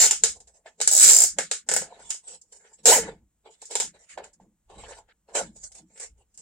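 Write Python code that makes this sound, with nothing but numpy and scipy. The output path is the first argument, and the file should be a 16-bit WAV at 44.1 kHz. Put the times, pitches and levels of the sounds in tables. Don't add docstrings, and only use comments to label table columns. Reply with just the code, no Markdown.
import sys
import numpy as np
from scipy import signal
from scipy.fft import rfft, irfft
from scipy.io import wavfile
from scipy.ndimage import uniform_filter1d, map_coordinates

SR = 44100
rng = np.random.default_rng(int(sys.argv[2]) if len(sys.argv) > 2 else 0)


def transcribe(signal):
    frames = np.atleast_2d(signal).T
    limited = np.clip(frames, -1, 1)
    pcm = np.round(limited * 32767).astype(np.int16)
    wavfile.write(sys.argv[1], SR, pcm)


def rack_gain(trim_db):
    fader = np.asarray(trim_db, float)
    return 10 ** (fader / 20)


N = 282681

# (time [s], rate [teeth/s], snap [dB], strain on truck [dB])
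FULL_SPEED_PULLS = [
    [(2.9048, 320, -12, -12), (2.925, 334, -11, -12), (2.945, 300, -14, -14), (2.965, 264, -16, -13),
     (2.99, 204, -27, -8)],
]
# (frequency [Hz], density [dB/Hz])
SNAP_SPECTRUM = [(2530, -54.5), (4300, -17), (5240, -4.5), (5860, -8), (6410, -10.5), (6930, -1),
                 (7750, -4.5), (8110, -1.5), (9440, -13.5), (11500, -30.5), (15000, -53), (22000, -120)]
FIZZ_SPECTRUM = [(6350, -33), (10800, 0), (13800, -4), (15100, -6), (16000, -8)]
SHELL_SPECTRUM = [(620, -39.5), (1050, -14), (1090, -4.5), (1420, 1), (2110, 0), (2540, 0), (3020, -0.5),
                  (4800, -3.5), (6240, -28), (10600, -120)]
BOX_SPECTRUM = [(150, -44), (250, -15), (300, -20), (414, -3.5), (453, -4.5), (623, -8), (673, -7.5),
                (789, -5), (908, -6.5), (1150, -18.5), (1500, -59), (2530, -120)]
SKIN_SPECTRUM = [(2530, -48), (4300, -18.5), (5700, -11), (6140, -10.5), (7630, -1), (10100, -21.5),
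                 (11100, -35.5), (13000, -43.5)]
SWAY_SPECTRUM = [(12, -38.5), (20, -5), (54, 0.5), (65, 1), (81, -8), (110, -9), (140, -30.5), (240, -120)]
THUD_SPECTRUM = [(56, -43), (95, -18), (161, 2.5), (225, 1), (269, -12), (320, -1), (420, -32), (700, -120)]
HISS_SPECTRUM = [(60, -31.5), (100, -5.5), (400, -8.5), (1500, -14.5), (5000, -21.5), (7600, -6),
                 (9500, -15), (16000, -19)]
# (frequency [Hz], width [Hz], gain [dB])
NYLON_MODES = [(6150, 200, 5), (6500, 500, 7), (7280, 500, 3), (7900, 300, 0), (9600, 400, 6)]
PLASTIC_MODES = [(1466, 90, 3), (1740, 37, 6.5), (2170, 100, 5), (2977, 74, 5), (3900, 78, 5)]
PLY_MODES = [(450, 20, 4), (530, 40, 3), (681, 30, 4), (887, 35, 4)]
# (delay [s], level [dB])
ECHOES = [(.0024, -9), (.0045, -4), (.009, -7), (.0135, -9), (.021, -12)]
# (time [s], shell [Hz], box [Hz])
GRIP = [(0.03, 4280, 570), (0.12, 3100, 880), (0.3, 3950, 473), (0.67, 1744, 640), (0.83, 4610, 452),
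        (0.95, 3950, 634), (1.08, 4170, 517), (1.22, 5000, 670.4), (1.4, 1740, 549), (1.53, 4150, 560),
        (1.72, 1690, 530), (1.951, 1550, 694), (2.11, 3200, 970), (2.4, 3250, 483), (2.66, 1794, 444),
        (2.895, 4080, 462), (2.945, 1992, 931.3), (3.0, 1900, 458.4), (3.5, 3540, 400), (3.718, 4010, 455),
        (3.778, 3540, 872), (4.0, 1914, 557), (4.1, 2500, 600), (4.19, 1670, 596), (4.55, 1682, 491),
        (4.8, 3045, 1127), (4.92, 1705, 530), (5.0, 1460, 907), (5.09, 1676, 446.5), (5.37, 1397, 573.5),
        (5.57, 3900, 600), (5.65, 1600, 600), (5.74, 3800, 700), (6.0, 2100, 500), (6.2, 3000, 450)]
# (time [s], frequency [Hz])
STRAP_RING = [(0.03, 7350), (.24, 7250), (.5, 7600), (.95, 7830), (1.03, 7860), (1.09, 7550), (1.17, 7480),
              (1.4, 7500), (1.75, 7850), (2.1, 7850), (2.32, 7500), (2.55, 7400), (2.87, 7500),
              (2.93, 7950), (2.96, 7400), (3.6, 7600), (4.1, 7400), (4.9, 7500), (5.37, 7800), (5.57, 7850),
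              (5.64, 8150), (5.76, 8600), (6.02, 7400), (6.38, 7800)]
# (start [s], end [s])
TAUT_PULLS = [
    (.86, 1.25),
]
# (time [s], snap peak [dB], box, shell, fizz re snap [dB])
SINGLE_TEETH = [(0, -9, -25, -15, -26), (0.1093, -5, -22, -16, -29), (0.236, -2, -21, -16, -34),
                (0.8132, -7.5, -26, -15, -33), (0.8749, -1.5, -32, -21, -29),
                (1.3853, -10.5, -9.5, -8.5, -32), (1.5131, -10, -22, -12, -42),
                (1.6883, -10, -16, -14, -38), (1.7143, -11, -13, -14, -30), (1.7376, -8.5, -18, -18.5, -22),
                (1.7634, -7.5, -17, -15, -22), (1.8182, -27, -3.5, -8, -31),
                (2.1039, -13, -33.5, -17.5, -35), (2.8556, -3, -23, -19, -31),
                (3.7114, -27, -23, -11.5, -29), (3.7531, -10.5, -15, -13.5, -30),
                (3.7998, -10.5, -21, -13.5, -28), (3.8062, -17, -21, -15, -30),
                (3.8202, -19, -15, -25.5, -30), (5.3517, -18.5, -8, -13.5, -28),
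                (5.3695, -22, -6, -13, -33), (5.3875, -23, -6, -13, -33)]
# (time [s], snap [dB], strain on truck [dB], fizz re snap [dB])
RUNNING_TEETH = [(0.0016, -8, -23, -22), (0.0059, -8, -22, -22), (0.0106, -8, -21, -22),
                 (0.0157, -8, -21, -22), (0.0194, -9, -20, -22), (0.0235, -9, -20, -22),
                 (0.0277, -8, -19, -22), (0.0343, -9, -19, -22), (0.0389, -9, -18, -22),
                 (0.0445, -13, -18, -22), (0.0499, -13, -17, -22), (0.0525, -13, -17, -22),
                 (0.0581, -12, -17, -22), (0.0628, -13, -16, -22), (0.9767, -6, -31, -19),
                 (0.987, -8, -30, -19), (0.997, -6, -30, -19), (1.0072, -6, -29, -19),
                 (1.0151, -6, -29, -19), (1.0225, -8, -28, -19), (1.0276, -5, -28, -19),
                 (1.0324, -5, -28, -19), (1.0378, -4, -28, -19), (1.0424, -3, -27, -19),
                 (1.0485, -6, -27, -19), (1.0589, -8, -26, -19), (1.0685, -5, -25, -19),
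                 (1.0769, -4, -24, -19), (1.0874, -4, -22, -19), (1.0925, -7, -22, -19),
                 (1.0971, -3, -22, -19), (2.8598, -7, -20, -22), (2.8641, -6, -18, -22),
                 (2.8683, -7, -17, -22), (2.8726, -6, -15, -22), (2.8762, -8, -14, -22),
                 (2.8797, -6, -13, -22), (2.8837, -8, -13, -22), (2.8878, -6, -13, -22),
                 (2.8905, -7, -13, -22), (2.8946, -9, -12, -22), (2.8975, -9, -12, -22),
                 (2.9015, -10, -12, -22)]
# (time [s], snap peak [dB])
STALLING_TEETH = [(0.9133, -6.5), (0.9255, -7.5), (0.934, -6), (0.9504, -6), (0.9654, -5.5), (1.1084, -3.5),
                  (1.1183, -4), (1.1325, -3.5), (1.1471, -4), (1.1647, -2), (1.1863, -4.5), (1.2038, -4.5),
                  (1.2186, -4), (1.2368, -3.5)]
# (time [s], snap peak [dB], box, shell re snap [dB])
TICKS = [(0.4022, -40.5, -10, -19.5), (0.472, -46.5, -14, -17.5), (0.8024, -21, -9, -9),
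         (2.1425, -27.5, -24.5, -34), (2.2811, -34, -26, -17), (2.4134, -43.5, -34.5, -35),
         (2.5226, -44.5, -10, -16.5), (3.6172, -31.5, -31.5, -15.5), (3.6546, -30, -38, -28),
         (4.241, -37, -13, -11), (5.5605, -45.5, -17, -20), (4.33, -52, -25, -25), (6.341, -52, -25, -25),
         (5.7177, -39.5, -28.5, -20), (5.747, -43, -17, -25), (5.9743, -38.5, -19, -16),
         (5.9985, -30, -22, -15.5), (6.0595, -39.5, -18, -21), (6.3752, -33, -33.5, -29)]
# (time [s], box peak [dB], shell re box [dB])
KNOCKS = [(0.6589, -38, -9), (1.9914, -54, -2), (2.6478, -52.5, -7), (4.1751, -28, -12.5),
          (4.3985, -51.5, -21.5), (4.6965, -41.5, -31), (4.8356, -38.5, -9), (4.9187, -37.5, -8),
          (4.9864, -42, -25), (5.086, -62, 4), (5.2864, -48, -14), (5.954, -56, -3)]
# (time [s], hold [s], sway [dB], thud [dB])
LEANS = [(0.0, 0.037, -65, -50), (0.237, 0.017, -59.5, -55), (0.38, 0.022, -61.5, -72.5),
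         (0.815, 0.087, -75.5, -65), (1.04, 0.045, -79, -49.5), (1.191, .03, -56, -59),
         (1.385, 0.015, -67, -54), (1.723, 0.086, -64.5, -53), (1.993, 0.07, -68, -66),
         (2.3, 0.044, -74, -73.5), (2.899, .08, -65, -46.5), (2.986, 0.072, -51, -44.5),
         (3.836, 0.028, -63.5, -58), (4.185, 0.022, -66, -62), (4.43, 0.0089, -68, -59.5),
         (4.77, .05, -49.5, -58.5), (5.432, 0.012, -58, -46), (5.597, .05, -59.5, -81),
         (5.82, 0.023, -71.5, -60), (6.108, .02, -60.5, -73.5), (6.4, .02, -71.5, -69)]
# (time [s], hold [s], hiss [dB], shell, box re hiss [dB])
SLIDES = [(0.358, 0.011, -51.5, -19, -0.5), (0.479, .02, -58, -15, -8), (0.788, .01, -65, -7, 2),
          (1.996, 0.12, -53.5, -6, -7), (2.099, .01, -42, -20, -17), (2.276, 0.076, -44.5, -14.5, -13),
          (2.526, 0.046, -50, -19.5, -13), (2.736, .01, -52.5, -21, -20.5), (2.79, .01, -60, -5.5, -5),
          (3.62, .01, -46.5, -12, -17.5), (3.993, 0.056, -60.5, -7.5, -8.5), (4.095, 0.034, -49, -3, -25),
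          (4.801, 0.072, -52.5, -2.5, -2.5), (4.885, .03, -46, -6.5, 0), (5.56, 0.032, -54, -17, -12),
          (5.638, .006, -35, -25, -25), (5.655, .015, -45, -22, -22), (3.51, .04, -58, -8, -15),
          (.545, .03, -58, -18, -4), (3.71, .03, -38, -12, -20), (4.785, .02, -52, -2, -8),
          (4.95, .04, -54, -8, -8), (5.752, 0.039, -48, -15, -9), (2.24, .03, -56, -12, -8),
          (2.6, .12, -64, -6, -2), (5.902, .03, -70, -5, -2.5), (6.18, .04, -72, -4, 4),
          (6.003, 0.039, -37, -11.5, -15), (6.386, 0.0091, -51.5, -16.5, -19.5)]
# (time [s], hold [s], box [dB], shell, hiss re box [dB])
DRAGS = [(0.665, 0.009, -53.5, -1.5, -2), (1.872, 0.14, -52, -10.5, -11.5),
         (2.643, 0.0066, -56.5, -6.5, -13), (3.03, .06, -40, -5.5, -11), (3.458, .02, -50.5, -11.5, -16),
         (3.71, 0.011, -41.5, -7, -11), (3.944, .02, -57.5, -4.5, -8.5), (4.186, 0.02, -42, -14, -28),
         (4.238, 0.0068, -46.5, -7, -11.5), (4.406, .03, -62.5, -23.5, -11.5), (4.701, 0.11, -52, -11, -14),
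         (4.972, 0.0084, -52.5, -7.5, -15.5), (5.084, .004, -70, 0, -10), (5.289, .03, -53.5, -11.5, -13.5),
         (5.357, .035, -28.5, -5, 1)]
# (time [s], rate [slips/s], partials 1, 2, 3 [dB])
SQUEAL = [
    (2.885, 450.5, -35, -37, -48),
    (2.899, 473.3, -17, -29, -37),
    (2.909, 639.1, -32, -43, -41),
    (2.925, 942.3, -19, -35, -36),
    (2.939, 1041, -30, -29, -28),
    (2.957, 873.3, -25, -38, -50),
    (2.975, 845.1, -40, -49, -47),
    (2.985, 497.3, -27, -44, -51),
    (3.015, 442.6, -40, -48, -54),
]

LEAD_SAMPLES = 1100
ZIP_SHELL_DB, SHELL_DB_PER_STRAIN_DB = -8.5, .4


def unit(x):
    return x / np.sqrt(np.mean(x ** 2) + 1e-20)


def body(points, modes=()):
    hz = np.fft.rfftfreq(16384, 1 / SR)
    point_hz, point_db = np.transpose(points)
    level_db = np.maximum(np.interp(np.log(hz + 1), np.log(point_hz + 1), point_db), -70)
    for centre_hz, width_hz, gain_db in modes:
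        level_db = level_db + gain_db / (1 + (2 * (hz - centre_hz) / width_hz) ** 2)
    cepstrum = irfft(np.log(rack_gain(level_db)))
    cepstrum[1:len(hz) - 1] *= 2
    cepstrum[len(hz):] = 0
    h = irfft(np.exp(rfft(cepstrum)))[:len(hz)]
    return h / np.linalg.norm(h)


def through(x, h):
    return signal.fftconvolve(x, h[None], axes=1)[:, :N]


def stereo(pair, alike):
    angle = np.arccos(np.clip(alike, -1, 1)) / 2
    mid = np.cos(angle) * pair[..., 0, :]
    side = np.sin(angle) * pair[..., 1, :]
    return np.stack([mid + side, mid - side], axis=-2)


def noise(alike, patchy_db=0):
    z = signal.stft(rng.standard_normal((2, N)), nperseg=512)[2]
    field = uniform_filter1d(rng.standard_normal(z.shape[1:]), size=3, axis=0)
    field = uniform_filter1d(field, size=9, axis=1)
    patched = signal.istft(z * rack_gain(patchy_db * unit(field)), nperseg=512)[1][:, :N]
    return unit(stereo(patched, alike))


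def single_teeth():
    stalling = [(*row, -27.5, -24.5, -18) for row in STALLING_TEETH]
    return list(SINGLE_TEETH) + stalling


def running_teeth():
    return [(s, snap_db + 1.5, strain_db - 5, ZIP_SHELL_DB + SHELL_DB_PER_STRAIN_DB * strain_db, fizz_db)
            for s, snap_db, strain_db, fizz_db in RUNNING_TEETH]


def loose_ticks():
    return [(*row, -36) for row in TICKS]


def box_knocks():
    edge_db, fizz_db = -19.5, -24
    return [(s, box_db + edge_db, -edge_db, shell_db - edge_db, fizz_db) for s, box_db, shell_db in KNOCKS]


def zip_teeth(rows):
    s, rate, snap_db, strain_db = np.transpose(rows)
    t = np.arange(s[0], s[-1], 1 / SR)
    pitches = np.floor(np.cumsum(np.interp(t, s, rate)) / SR)
    at = t[np.r_[0, np.flatnonzero(np.diff(pitches))]]
    luck = rng.standard_normal((50, 2))[:len(at)]
    speed, snap, strain = (np.interp(at, s, column) for column in (rate, snap_db, strain_db))
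    return np.transpose([at + .0002 * luck[:, 0], snap + 1.1 * luck[:, 1], strain,
                         ZIP_SHELL_DB + SHELL_DB_PER_STRAIN_DB * strain, -22.5 + .024 * speed])


def outline(burst_s, echo_db, room_db, t60_s, cut_s, smear_db, soft=1):
    t = (np.arange(SR // 4) - LEAD_SAMPLES) / SR
    early = t[LEAD_SAMPLES:LEAD_SAMPLES + SR // 25]

    def crack(u):
        attack = 1 - np.exp(-np.abs(u) / 0.0004 / soft)
        return (u > 0) * attack * np.exp(-np.abs(u / burst_s / soft) ** 3)

    tail_db = room_db - 60 * t / t60_s - 20 * np.abs(t / cut_s) ** 3
    power = (t > 0) * (1 - np.exp(-np.abs(t) / .001 / soft)) * rack_gain(2 * tail_db)
    echoes = sum(rack_gain(2 * (db + echo_db)) * crack(early - delay) for delay, db in ECHOES)
    power[..., LEAD_SAMPLES:LEAD_SAMPLES + len(early)] += crack(early) + echoes
    smear = (t < 0) * rack_gain(2 * smear_db) * (1 + t * SR / LEAD_SAMPLES)
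    return np.sqrt(power + smear)


def struck(s, db, waves, h):
    out = np.zeros((2, N + SR))
    for at, gain, wave in zip(np.round(s * SR).astype(int), rack_gain(db), waves):
        out[:, at:at + wave.shape[1]] += gain * wave
    return through(out[:, LEAD_SAMPLES:LEAD_SAMPLES + N], h)


def strap_bursts(s, pair):
    t = np.arange(LEAD_SAMPLES + 170) / SR
    hz = np.interp(s, *np.transpose(STRAP_RING))[:, None, None] + 70 * rng.standard_normal((len(s), 1, 1))
    turn = rng.random((len(s), 1, 1)) + [[-.08], [.08]] + .05 * rng.standard_normal((len(s), 2, 1))
    taut = np.any([(s > a) & (s < b) for a, b in TAUT_PULLS], axis=0)[:, None, None]
    bright = stereo(pair, .0)
    bright[..., LEAD_SAMPLES:len(t)] *= np.where(taut, .4, .68)
    ring = np.sin(2 * np.pi * (hz * t + turn)) * (t > LEAD_SAMPLES / SR)
    bright[..., :len(t)] += np.where(taut, .8, .45) * ring
    return bright


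def ties():
    listed = single_teeth() + loose_ticks() + box_knocks() + running_teeth()
    s, db, box_db, shell_db, fizz_db = np.vstack([listed] + [zip_teeth(z) for z in FULL_SPEED_PULLS]).T
    hand = (s * 5).astype(int)
    paths = rng.standard_normal((40, 2, SR // 4))[hand]
    same = .8
    pair = np.sqrt(same) * paths + np.sqrt(1 - same) * rng.standard_normal(paths.shape)
    gate = np.clip(1 + db / 90, .4, 1)[:, None, None]
    soft = 1 + .3 * np.maximum(-36 - db, 0)[:, None, None]

    snap = strap_bursts(s, pair) * outline(0.0023, -1, -11.5, 0.46, .125 * gate, -41, soft)
    snap = struck(s, db - 6.0, snap, body(SNAP_SPECTRUM, NYLON_MODES)) * rack_gain([[-.5], [.5]])
    fizz = stereo(pair, 0.11) * outline(0.0017, -3.2, -11.5, 0.19, 0.1 * gate, -41.5)
    fizz = struck(s, db + fizz_db + 3, fizz, body(FIZZ_SPECTRUM))
    shell = stereo(pair, 0.44) * outline(0.003, -4.5, -8, 0.27, 0.16 * gate, -40, soft)
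    shell = struck(s, db + shell_db - 3.5, shell, body(SHELL_SPECTRUM, PLASTIC_MODES))
    box = stereo(pair, 0.88) * outline(0.0026, -8.5, -13, 0.23, 0.079, -35.5)
    box = struck(s, db + box_db, box, body(BOX_SPECTRUM, PLY_MODES))
    return snap + fizz, shell, box


def gripped(x, table, column, size, width, db):
    hz, t, z = signal.stft(x, SR, nperseg=size)
    held = np.array(table)
    nearest = np.abs(t[:, None] - held[:, 0]).argmin(1)
    centre_hz = held[nearest, column]
    lifted = z * rack_gain(db / (1 + ((hz[:, None] / centre_hz - 1) / width) ** 2))
    lifted *= np.linalg.norm(z, axis=(0, 1)) / (np.linalg.norm(lifted, axis=(0, 1)) + 1e-12)
    return signal.istft(lifted, SR, nperseg=size)[1][:, :N]


def hiss():
    return rack_gain(-79.5) * through(noise(0.75), body(HISS_SPECTRUM))


def swells(s, hold_s, db, rise, fall, rest_db=-150, skirt_db=-150):
    t = np.arange(0, N / SR + .002, .001)[:, None]
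    before = np.maximum(s - t, 0)
    after = np.maximum(t - s - hold_s, 0)
    level_db = db - np.minimum(rise * before, 220 * before - skirt_db) - fall * after
    return rack_gain(np.interp(np.arange(N) / SR, t[:, 0], np.maximum(level_db.max(1), rest_db)))


def bench():
    s, hold_s, sway_db, thud_db = np.transpose(LEANS)
    sway = unit(through(noise(.97), body(SWAY_SPECTRUM, [(54, 6.3, 4.7)])))
    thud = unit(through(noise(0.96), body(THUD_SPECTRUM)))
    sway_gain = swells(s, hold_s, sway_db, rise=170, fall=85, rest_db=-80.5)
    thud_gain = swells(s, hold_s, thud_db, rise=260, fall=140, rest_db=-84)
    return sway_gain * sway + thud_gain * thud


def strokes():
    s, hold_s, db, shell, box = np.transpose(SLIDES)
    slid = [swells(s, hold_s, db + rel, rise=1400, fall=520, skirt_db=-13) for rel in (0, shell, box)]
    s, hold_s, db, shell, skin = np.transpose(DRAGS)
    dragged = [swells(s, hold_s, db + rel, rise=1300, fall=339) for rel in (skin, shell, 0)]
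    return np.maximum(slid, dragged)


def grit(rate, spread_db):
    knots_db = rng.exponential(spread_db, int(N / SR * 400))
    place = np.arange(N) * np.clip(rate, 20, 390) / SR
    return unit(rack_gain(np.interp(place, np.arange(len(knots_db)), knots_db)))


def rubbing():
    skin, shell, box = strokes()
    slips = grit(rate=70, spread_db=1.1)
    skin = skin * slips * noise(0.034, patchy_db=5.5) * rack_gain([[-1.5], [1.5]])
    shell = shell * slips * noise(0.12, patchy_db=4.5)
    box = box * grit(rate=80, spread_db=3) * noise(0.86, patchy_db=1.5)
    return (through(skin, body(SKIN_SPECTRUM)), through(shell, body(SHELL_SPECTRUM, PLASTIC_MODES)),
            through(box, body(BOX_SPECTRUM, PLY_MODES)))


def squeal():
    s, rate, *levels = np.transpose(SQUEAL)
    t = np.arange(N) / SR
    turns = np.cumsum(np.interp(t, s, rate)) / SR
    edges_db = -900 * (np.maximum(s[0] - t, 0) + np.maximum(t - s[-1], 0))
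    grid = np.meshgrid(np.arange(3), t * 180, indexing="ij")
    flutter_db = 1.5 * map_coordinates(rng.standard_normal((3, 1200)), grid)
    sides = [[0], [.07]]
    return sum(rack_gain(3 + np.interp(t, s, db) + edges_db + flutter_db[k])
               * np.sin(2 * np.pi * (k + 1) * (turns + sides)) for k, db in enumerate(levels))


def scene():
    bright, shell, box = np.add(ties(), rubbing())
    truck = gripped(shell, GRIP, column=1, size=256, width=0.18, db=9.5)
    truck = truck + gripped(box, GRIP, column=2, size=1024, width=.1, db=9)
    bright = gripped(bright, STRAP_RING, column=1, size=128, width=.07, db=2.5)
    return bright + truck + squeal() + bench() + hiss()


def masked(x):
    mask_hz, mask_db, top_hz = 10300, -38.5, 16050
    hz, t, z = signal.stft(x, SR, nperseg=1024)
    power = (np.abs(z[:, :512]) ** 2).mean(0).reshape(32, 16, -1).mean(1)
    limit_db = mask_db + 2.5 * rng.standard_normal(power.shape)
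    weak = np.repeat(power < power[4:].max(0) * rack_gain(2 * limit_db), 16, axis=0)
    bins_hz = hz[:512, None]
    keep = ~(weak & (bins_hz > mask_hz)) & (bins_hz < top_hz)
    return signal.istft(z * np.pad(keep, ((0, 1), (0, 0))), SR, nperseg=1024)[1][:, :N]


def top_cut(x):
    return signal.sosfilt(signal.butter(12, 16360, fs=SR, output="sos"), x)


def record(dry):
    lead = np.array([np.roll(dry[0], -1), np.roll(dry[1], 1)])
    clipped = lead / (1 + np.abs(lead / .98) ** 6) ** (1 / 6)
    mix = masked(clipped)
    return top_cut(mix)


dry = scene()
out = record(dry)
transcribe(out)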